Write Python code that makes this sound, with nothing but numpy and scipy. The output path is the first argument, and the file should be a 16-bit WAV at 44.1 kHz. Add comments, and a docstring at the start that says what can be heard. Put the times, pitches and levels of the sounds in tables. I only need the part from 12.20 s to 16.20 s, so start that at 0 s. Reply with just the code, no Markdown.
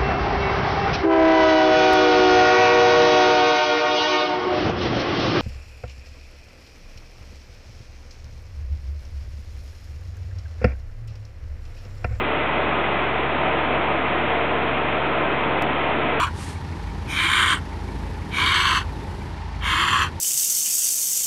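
"""A conveyor pours grain into a ship's hold beside a quay, heard from the deck. The conveyor roars, its drives
whine and the engines hum steadily; thousands of kernel impacts a second merge into a dense hiss. Midway the
microphone turns from the deckhouse to the quay, which shifts the balance of the tones. The sound is mono and
narrow-band, with one faint click near the end."""
import sys
import numpy as np
from scipy import signal
from scipy.fft import rfft, irfft, next_fast_len
from scipy.io import wavfile
from scipy.ndimage import uniform_filter1d, map_coordinates

SR = 44100
rng = np.random.default_rng(int(sys.argv[2]) if len(sys.argv) > 2 else 0)


def generate_wav(sig):
    """Save sig (samples, or channels by samples) to the path in sys.argv[1] as 16-bit PCM at SR."""
    pcm = np.round(np.clip(np.atleast_2d(sig).T, -1, 1) * 32767).astype(np.int16)
    wavfile.write(sys.argv[1], SR, pcm)


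N = 176400  # 4 s

# the microphone's turn: t/s, share of the turn (0 facing the deckhouse, 1 facing the quay)
MIC_TURN = [(0, 0), (1.8, .1), (2.2, .6), (2.8, 1), (4, 1)]


def amp(db):
    """Decibels to gain."""
    return 10 ** (np.asarray(db) / 20)


def unit(x):
    """Scale to rms 1."""
    return x / np.sqrt(np.mean(x ** 2) + 1e-20)


def curve(points):
    """One value per sample from (t/s, value) points."""
    return np.interp(np.arange(N) / SR, *np.transpose(points))


def wobble(rate):
    """A smooth random curve, rate knots a second."""
    return map_coordinates(rng.standard_normal(400), [np.arange(N) * rate / SR], mode="wrap")


def filtered(x, response):
    """Filter x by a gain given as a function of f/Hz."""
    size = next_fast_len(N + SR // 2)
    return irfft(rfft(x, size) * response(np.fft.rfftfreq(size, 1 / SR)), size)[:N]


def coloured(x, spectrum):
    """Shape x by (f/Hz, level/dB) points joined on a log frequency axis; the result has rms 1."""
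    hz, db = np.transpose(spectrum)
    return unit(filtered(x, lambda f: amp(np.interp(np.log(f + 1), np.log(hz + 1), db))))


def patchy(x, depth_db):
    """Give x patches of random gain in time and frequency."""
    frames = signal.stft(x, nperseg=1024)[2]
    patches = uniform_filter1d(rng.standard_normal(frames.shape), size=9, axis=0)
    patches = uniform_filter1d(patches, size=10, axis=1)
    return signal.istft(frames * amp(depth_db * unit(patches)), nperseg=1024)[1][:N]


def tone(hz, drift_hz, waver_db, rate):
    """A sine of rms 1 whose pitch and level wander a little."""
    phase = 2 * np.pi * (np.cumsum(hz + drift_hz * wobble(rate)) / SR + rng.random())
    return unit(np.sin(phase) * amp(waver_db * wobble(rate)))


def engines():
    """Steadily running engines: a firm low drone and its octave among many weaker tones."""
    # main engine tones: f/Hz, rms level/dB, change as the microphone turns/dB
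    drone_tones = [(70.5, -37.8, -1.5), (141.4, -40.5, 2)]
    # weaker hum of engines and motors: f/Hz, rms level/dB
    hum_tones = [(90.1, -55), (105.8, -50), (115.4, -48.5), (119.6, -55.5), (135.2, -50), (151.6, -58.5),
                 (166.9, -53.5), (176.2, -50.5), (189.2, -52.5), (231.3, -46.5), (256, -45), (305.4, -46),
                 (334, -49.5), (380.8, -43.5)]
    drone = sum(amp(db + turn_db * curve(MIC_TURN)) * tone(hz, drift_hz=.12, waver_db=.3, rate=4)
                for hz, db, turn_db in drone_tones)
    hum = sum(amp(db) * tone(hz, drift_hz=.3, waver_db=1, rate=3) for hz, db in hum_tones)
    return drone + hum


def conveyor(roar_db=-23.4):
    """The conveyor roars broadly and its drives whine in narrow noise bands; both swell together."""
    # roar of the conveyor and the hold: f/Hz, relative level/dB
    roar_spectrum = [(25, -33), (48, -30), (66, -16.5), (84, -24), (110, -16), (152, -12), (178, -6),
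                     (265, -3), (315, 0), (352, -1.5), (440, -1.5), (505, -3), (555, -2.5), (610, 0),
                     (750, 0), (845, -4), (910, -1), (965, -3.5), (1020, -1.5), (1170, -6.5), (1310, -3),
                     (1500, -9.5), (1900, -12), (3000, -24.5), (4500, -57)]
    # drive whines: f/Hz, half-width/Hz, rms level before the swell/dB, change as the microphone turns/dB
    drive_whines = [(312, 10, -43, 0), (460, 5.5, -39.5, -1), (585, 6, -44, 0), (622.5, 3, -42, 0),
                    (712, 6, -45.5, -1), (755, 8, -44, -2), (915, 8, -43, 0), (1030, 20, -45, 3),
                    (1243, 3.5, -39.5, -4), (1605, 10, -49, 0), (1893, 8, -48, -1), (2030, 20, -47, 0),
                    (2175, 2.5, -46.5, -1), (2560, 22, -46, 0)]
    # slow swell of the machinery: t/s, level/dB
    swell = [(0, -.1), (.3, .2), (.95, -.8), (1.25, .6), (1.8, .5), (2.4, -.2), (2.85, -0.1), (3.1, .3),
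             (3.5, -.1), (4, -.3)]
    roar = coloured(patchy(rng.standard_normal(N), depth_db=.4), roar_spectrum)
    whine = np.zeros(N)
    for hz, half_width, db, turn_db in drive_whines:
        band = filtered(rng.standard_normal(N), lambda f: 1 / (1 + ((f - hz) / half_width) ** 2))
        whine += amp(db + turn_db * curve(MIC_TURN)) * unit(band)
    return amp(curve(swell)) * (amp(roar_db) * roar + whine)


def falling_grain(level_db=-29.2, kernels_per_s=30000, spread_db=1.5, flutter_db=.27):
    """Kernels land in the hold; their impacts merge into a hiss that wavers slightly with the flow."""
    # hiss of the falling grain: f/Hz, relative level/dB
    hiss_spectrum = [(300, -30), (1000, -10.5), (1600, -3), (1930, -4), (2040, 2), (2150, -3), (2350, 0),
                     (2560, -1), (2660, -3), (2900, -6.5), (3200, -6.5), (3500, -10.5), (3900, -20),
                     (4200, -29.5), (4500, -48)]
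    strengths = rng.standard_normal(N) * amp(spread_db * rng.standard_normal(N))
    impacts = strengths * (rng.random(N) < kernels_per_s / SR)
    hiss = coloured(impacts, hiss_spectrum)
    return amp(level_db + flutter_db * wobble(rate=5)) * hiss


def click(at_s=3.4233, level_db=-14.5, decay_s=.0008):
    """One tiny dry click: a sudden step that relaxes at once."""
    age = np.arange(N) / SR - at_s
    return -amp(level_db) * (age >= 0) * np.exp(-np.abs(age) / decay_s)


def scene():
    """Engines, conveyor and grain at one microphone on deck."""
    return (engines() + conveyor() + falling_grain())[None]


def record(dry):
    """The recorder passes a narrow band and adds a small constant offset; only the click reaches higher."""
    band_top_hz, click_top_hz, offset = 4550, 15900, -.0238
    narrow = filtered(dry[0], lambda f: np.clip((band_top_hz - f) / 80, 0, 1))
    tick = filtered(click(), lambda f: np.clip((click_top_hz - f) / 200, 0, 1))
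    return (narrow + tick + offset)[None]


dry = scene()
out = record(dry)
generate_wav(out)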